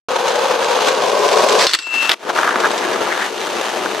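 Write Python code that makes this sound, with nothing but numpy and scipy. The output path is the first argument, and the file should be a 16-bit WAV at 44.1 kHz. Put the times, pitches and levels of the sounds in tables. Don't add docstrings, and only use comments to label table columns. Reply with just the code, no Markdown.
import sys
import numpy as np
from scipy import signal
from scipy.fft import rfft, irfft
from scipy.io import wavfile

SR = 44100
rng = np.random.default_rng(int(sys.argv[2]) if len(sys.argv) > 2 else 0)


def inscribe(sig):
    pcm = np.round(np.clip(np.atleast_2d(sig).T, -1, 1) * 32767)
    wavfile.write(sys.argv[1], SR, pcm.astype(np.int16))


N = 176400
T = np.arange(N) / SR
BIN_HZ = np.arange(N // 2 + 1) * SR / N


def from_db(db):
    return 10 ** (np.asarray(db) / 20)


def unit_rms(x):
    return x / np.sqrt(np.mean(x.mean(0) ** 2) + 1e-20)


def pan(db):
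    return from_db(db * np.array([[0.5], [-0.5]]))


def gate(start_s, end_s):
    return np.clip((T - start_s) * 1000, 0, 1) * np.clip((end_s - T) * 200, 0, 1)


def faders(rows):
    times, *columns = np.transpose(rows)
    return [from_db(np.interp(T, times, column)) for column in columns]


def envelope(rows):
    return faders(rows)[0] * gate(rows[0][0], rows[-1][0])


def over_bins(points):
    hz, value = np.transpose(points)
    return np.interp(np.log(BIN_HZ + 1), np.log(hz), value)


def body(x, colour):
    cepstrum = irfft(np.log(from_db(over_bins(colour))), N)
    cepstrum[1:N // 2] *= 2
    cepstrum[N // 2 + 1:] = 0
    return irfft(rfft(x) * np.exp(rfft(cepstrum)), N)


def drift(rate_hz):
    wobble = irfft(rfft(rng.standard_normal(N)) / (1 + (BIN_HZ / rate_hz) ** 2), N)
    return wobble / wobble.std()


# freq_hz, likeness (clipped to +-0.99)
STEREO_LIKENESS = [(100,-0.4),(250,1.6),(500,0.66),(1000,0.83),(2000,0.66),(4000,0.75),(8000,0.43),(14000,0.25)]

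def widen(mid, side):
    alike = np.clip(over_bins(STEREO_LIKENESS), -0.99, 0.99)
    return irfft(np.sqrt(1 + alike) * rfft(mid) + np.sqrt(1 - alike) * rfft(side) * [[1], [-1]], N)


def grit(per_s, spread_db, hiss_db, rough_db, rough_hz):
    sizes = from_db(spread_db * np.minimum(rng.exponential(1, N), 4))
    impacts = sizes * (rng.random(N) < per_s / SR)
    clicks = impacts / impacts.std() * rng.choice([-1, 1], (2, N))
    bumps = from_db(rough_db * drift(rough_hz))
    hiss = from_db(hiss_db) * rng.standard_normal((2, N))
    return widen(*((clicks + hiss) * bumps))


def blows(rows, colour, side_db):
    force = sum(from_db(db - 60 * np.maximum(T - s, 0) / t60) * (T >= s) for s, db, t60 in rows)
    mid, side = rng.choice([-1, 1], (2, N)) * force
    cracks = mid + from_db(side_db) * side * np.array([[1], [-1]])
    colour_rms = np.sqrt(np.mean(from_db(over_bins(colour)) ** 2))
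    return body(cracks, colour) / colour_rms


def deck_ring(x, t60_s=0.14, damped_above_hz=2500):
    ring = rng.standard_normal(N) * from_db(-60 * np.minimum(T / t60_s, 4))
    ring *= from_db(-11) / np.sqrt(np.sum(ring ** 2))
    ring = signal.sosfilt(signal.butter(1, damped_above_hz, fs=SR, output="sos"), ring)
    return x + irfft(rfft(x) * rfft(ring), N)


# freq_hz, left_minus_right_db
ROLL_PAN = [(60, -7), (150, 5.5), (380, 6.5), (950, 1.5), (2380, 0.5), (5980, -0.5), (15000, 0)]

def rolling(deck, rows, crossovers_hz):
    spectrum = rfft(deck_ring(deck)) * pan(over_bins(ROLL_PAN))
    lowpasses = [0] + [1 / (1 + (BIN_HZ / hz) ** 10) for hz in crossovers_hz] + [1]
    bands = [irfft(spectrum * (upper - lower), N) for lower, upper in zip(lowpasses, lowpasses[1:])]
    return sum(gain * unit_rms(band) for gain, band in zip(faders(rows), bands))


# freq_hz, level_db
DECK_FAR_COLOUR = [(35,-56),(100,-44),(140,-23),(200,-23),(400,-10),(515,4.5),(640,-8.5),(760,-4.5),(890,-3.5),(1050,-6.5),(1320,-9),(1520,-9.5),(1950,-17),(2650,-13.5),(3900,-15.5),(5700,-22.5),(6400,-19),(7100,-27),(13000,-36.5),(15000,-66)]
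DECK_CLOSE_COLOUR = [(35, -61), (87, -39), (151, -25), (324, -17), (418, -1), (605, -1), (916, -8.5),
                     (1010, -1.5), (1300, -14), (1490, -12), (1750, -18), (3340, -17.5), (6230, -22),
                     (7000, -26.5), (13500, -39.5), (15000, -82)]
# time_s, roar_db, treble_db
RUN_UP_LEVELS = [(0.09, -18, -31.5), (0.16, -15.5, -27.5), (0.228, -20.5, -31), (0.268, -16.5, -27),
                 (0.566, -17, -28), (0.584, -21, -32), (0.614, -15, -27), (0.854, -16, -25.5),
                 (0.867, -11.5, -21), (0.954, -17.5, -28), (1.15, -16.5, -26.5), (1.266, -14, -24),
                 (1.562, -13, -21.5), (1.642, -18.5, -32), (1.66, -19, -28)]
RUN_UP_S = (0.085, 1.674)

def run_up():
    contact = grit(per_s=2500, spread_db=2, hiss_db=-0.5, rough_db=1.5, rough_hz=52)
    far = unit_rms(body(contact, DECK_FAR_COLOUR))
    close = unit_rms(body(contact, DECK_CLOSE_COLOUR))
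    nearness = np.interp(T, [0.89, 1.14], [0, 1])
    deck = (1 - nearness) * far + nearness * close
    return rolling(deck, RUN_UP_LEVELS, crossovers_hz=[2000]) * gate(*RUN_UP_S)


# start_s, level_db
STONE_BURSTS = [(0.709,-21),(0.884,-15.5),(1.372,-20),(1.486,-14.5),(1.524,-15),(1.59,-13.5),(2.601,-19),(2.714,-22),(2.779,-19.5),(2.93,-23.5)]
# freq_hz, level_db
STONE_COLOUR = [(100,-50),(1200,2.5),(3800,3.5),(8000,-4.5),(14000,-39)]

def crunches(stone_t60_s=0.058, ticks_per_s=45, tick_t60_s=0.014):
    stones = blows([(s, db, stone_t60_s) for s, db in STONE_BURSTS], STONE_COLOUR, side_db=-7)
    pinches = (rng.random(N) < ticks_per_s / SR) * rng.uniform(0.36, 1, N)
    force = signal.lfilter([1], [1, -from_db(-60 / (tick_t60_s * SR))], pinches + 1e-18)
    grains = widen(*(force * rng.choice([-1, 1], (2, N))))
    ticks = unit_rms(body(grains, STONE_COLOUR))
    _, treble = faders(RUN_UP_LEVELS)
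    return stones + from_db(-7) * ticks * treble * gate(*RUN_UP_S)


# pitch_hz, level_db, t60_s
STEEL_MODES = [(1400,-19,0.15),(2728,-19.5,0.6),(3040,-18,0.062),(3530,-13.5,0.17),(3980,-16,.1),(4280,-5.5,0.056),(4620,-3,0.028),(5200,-6,0.052),(6050,-9.5,0.038),(7940,-25,0.09),(8250,-21,.07)]

def pole_ring(force):
    rings = 0
    for hz, db, t60 in STEEL_MODES:
        decay, step = from_db(-60 / (t60 * SR)), 2 * np.pi * hz / SR
        drive = force * from_db(db + 2 * drift(31)) + 1e-18
        rings += signal.lfilter([0, np.sin(step)], [1, -2 * decay * np.cos(step), decay ** 2], drive)
    return rings


# time_s, level_db
GRIND_LEVELS = [(1.575,-32),(1.61,-13),(1.642,-15.5),(1.663,-26),(1.695,-20.5),(1.715,-25),(1.73,-22),(1.755,-28),(1.772,-34),(1.825,-34.5),(1.885,-41)]
# freq_hz, level_db
SCRAPE_COLOUR = [(60,-54),(300,-3.5),(800,-3.5),(1100,3),(3000,0),(4400,2.5),(6000,-1),(7000,-8),(7900,-6),(9500,-16),(15000,-28)]

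def pole_grind(ring_db=-12):
    rub = grit(per_s=960, spread_db=5.5, hiss_db=1.5, rough_db=0.5, rough_hz=74)
    scrape = unit_rms(body(rub, SCRAPE_COLOUR))
    ring = from_db(ring_db) * unit_rms(pole_ring(rub))
    return unit_rms(scrape + ring) * envelope(GRIND_LEVELS)


# start_s, crack_db, crack_t60_s, ring_db
TRUCK_HITS = [(1.610,-13,0.025,-27),(1.64,-15,0.016,-31),(1.668,-7,0.02,-8),(1.6935,-19,.02,-27),(1.71,-25,.02,-33),(1.7345,-3.5,0.017,-20),(1.74,-7.5,0.032,-17),(1.7483,-8.5,0.037,-25),(1.7886,-20.5,0.043,-24),(1.8236,-25,.015,-37)]
# freq_hz, level_db
CLANK_COLOUR = [(59, -69), (317, -11.5), (680, -20), (820, -11), (1430, 0), (2230, -4), (3460, -2),
                (4450, 1.5), (5040, -11), (8170, -14.5), (15000, -34)]

def pole_clanks():
    cracks = blows([row[:3] for row in TRUCK_HITS], CLANK_COLOUR, side_db=-7.5)
    start_s, _, _, ring_db = np.transpose(TRUCK_HITS)
    kicks = np.zeros((2, N))
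    kicks[:, (start_s * SR).astype(int)] = from_db(ring_db + rng.normal(0, 1, (len(start_s), 2)).T)
    return cracks + pole_ring(kicks)


def truck_tones(partials, pressed_sharp=0.014, release_s=(1.80, 1.84)):
    bend = 1 + np.interp(T, release_s, [pressed_sharp, 0])
    phase_per_hz = 2 * np.pi * np.cumsum(bend) / SR
    tones = 0
    for hz, db, pan_db in partials:
        gain = pan(pan_db) * from_db(db + 0.4 * drift(30))
        tones += gain * np.sin(hz * phase_per_hz + 0.05 * drift(20))
    return np.sqrt(2) * tones


# free_pitch_hz, level_db, left_minus_right_db
TRUCK_NOTE = [(2800,-14,1),(2678,-2,9.5),(2650,-24,-4)]
TRUCK_OVERTONE = [(7570,-6,0),(7620,-1,0),(7690,-7,0)]
# time_s, note_db, overtone_db
TRUCK_LEVELS = [(1.68,-43,-46),(1.76,-35,-43),(1.81,-37,-46),(1.832,-33,-38),(1.842,-28,-45),(1.90,-25,-49),(1.935,-20,-59),(1.985,-16,-60),(2.04,-20,-60),(2.09,-23,-62),(2.115,-50,-65)]

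def singing_truck():
    note, overtone = faders(TRUCK_LEVELS)
    ring = note * truck_tones(TRUCK_NOTE) + overtone * truck_tones(TRUCK_OVERTONE)
    return ring * gate(TRUCK_LEVELS[0][0], TRUCK_LEVELS[-1][0])


# time_s, level_db
COURT_LEVELS = [(1.864,-39),(1.869,-26),(1.90,-33.5),(1.96,-23.5),(2.025,-20),(2.09,-23),(2.14,-22),(2.15,-55)]
# freq_hz, level_db
COURT_COLOUR = [(59, -82), (100, -52), (262, -21.5), (1000, -16), (1320, -13), (2420, -20.5), (2630, -12),
                (2920, -19), (6220, -26), (15000, -44)]

def court_echo():
    wash = grit(per_s=1200, spread_db=5, hiss_db=6, rough_db=1.8, rough_hz=21)
    return unit_rms(body(wash, COURT_COLOUR)) * envelope(COURT_LEVELS) * pan(db=3.5)


# start_s, slam_db, slam_t60_s, snap_db
LANDING_HITS = [(2.0935,-0.5,0.014,-7),(2.0979,-11.5,0.055,-15),(2.112,-11,0.022,-20),(2.1167,-9,0.029,-7),(2.131,-13,0.0093,-20),(2.141,-15,0.014,-39)]
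# freq_hz, level_db
SLAM_COLOUR = [(59, -70), (330, -5), (962, -1), (1290, 5), (1460, 1.5), (2470, -0.5), (3530, 1),
               (4180, -12), (4940, -6), (7050, -25), (13000, -25), (15000, -44)]
HARDWARE_COLOUR = [(300,-42),(2600,-16),(3600,6),(5300,-1),(6000,-10),(13000,-21)]

def landing(snap_t60_s=0.013):
    slams = blows([row[:3] for row in LANDING_HITS], SLAM_COLOUR, side_db=-9)
    snaps = blows([(s, db, snap_t60_s) for s, _, _, db in LANDING_HITS], HARDWARE_COLOUR, side_db=-15)
    return (slams + snaps) * pan(db=0.5)


# freq_hz, level_db
DECK_AWAY_COLOUR = [(35, -60), (120, -25.5), (263, -13), (355, -5.5), (680, -2), (1100, -2.5), (1300, -5),
                    (1710, -7), (1920, -10.5), (3580, -11.5), (5300, -18), (6230, -16), (6840, -20.5),
                    (13400, -32.5), (15000, -70)]
# time_s, roar_db, clatter_db, treble_db
RUN_OUT_LEVELS = [(2.15, -43, -47, -43), (2.185, -50, -48, -48.5), (2.272, -27, -27.5, -35),
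                  (2.304, -27.5, -19, -27), (2.325, -28.5, -32.5, -37), (2.37, -27.5, -18, -25),
                  (2.49, -27.5, -23.5, -29.5), (2.546, -27, -23.5, -31.5), (2.654, -21.5, -19, -26.5),
                  (2.7, -25, -23, -28), (3.02, -23.5, -22, -28.5), (3.256, -30.5, -25, -28),
                  (3.318, -29.5, -32, -32.5), (3.416, -28, -27.5, -29), (3.598, -25.5, -25, -28.5),
                  (3.638, -32, -24.5, -28), (3.798, -25.5, -25.5, -29), (3.99, -26, -28, -29.5)]

def run_out(touchdown_s=2.146):
    contact = grit(per_s=2500, spread_db=2, hiss_db=-3, rough_db=1.6, rough_hz=180)
    roll = rolling(body(contact, DECK_AWAY_COLOUR), RUN_OUT_LEVELS, crossovers_hz=[650, 2000])
    return roll * gate(touchdown_s, np.inf) * pan(db=0.9)


# start_s, level_db
CRACK_HITS = [(2.299,-11.5),(2.388,-6),(2.432,-4),(2.476,-3.5),(2.5072,-7),(2.558,-3),(2.644,-8),(2.658,-4),(2.665,-14),(3.471,-15),(3.86,-11.5)]
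# freq_hz, level_db
CRACK_COLOUR = [(30,-52),(150,-31),(350,-7),(800,-15),(1200,-1.5),(1650,0.5),(2100,-18),(4000,-23),(14000,-48)]

def knocks(t60_s=0.014):
    return blows([(s, db, t60_s) for s, db in CRACK_HITS], CRACK_COLOUR, side_db=-15)


# peak_s, width_s, level_db, pitch_hz
SLIP_SURGES = [(2.383,.025,-23,1330),(2.448,0.031,-20,1470),(2.484,0.024,-18,1380),(2.526,0.03,-22.5,1590),(2.654,0.022,-17,1480),(2.838,0.027,-25.5,1830),(2.965,0.026,-29,1190),(3.122,0.026,-19,1830),(3.228,0.066,-24,1680)]
# freq_hz, level_db
JUDDER_COLOUR = [(30,-76),(150,-57),(400,-28),(900,-15),(1300,7),(1700,4.5),(2300,-14),(4000,-23),(14000,-43)]

def slips(colour_centre_hz=1500):
    judder = deck_ring(grit(per_s=630, spread_db=3, hiss_db=-4, rough_db=1.5, rough_hz=140))
    surges = 0
    for peak_s, width_s, db, pitch_hz in SLIP_SURGES:
        colour = [(hz * pitch_hz / colour_centre_hz, level) for hz, level in JUDDER_COLOUR]
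        swell = from_db(db) * np.exp(-2 * ((T - peak_s) / width_s) ** 2)
        surges += unit_rms(body(judder, colour)) * swell
    return surges * pan(db=2)


def scene():
    return (run_up() + crunches() + pole_grind() + pole_clanks() + singing_truck() + court_echo()
            + landing() + run_out() + knocks() + slips())


def record(dry, ceiling=0.95, stopband_hz=15600):
    rounded = dry / (1 + np.abs(dry / ceiling) ** 6) ** (1 / 6)
    return signal.sosfilt(signal.cheby2(14, 60, stopband_hz, fs=SR, output="sos"), rounded)


dry = scene()
out = record(dry)
inscribe(out)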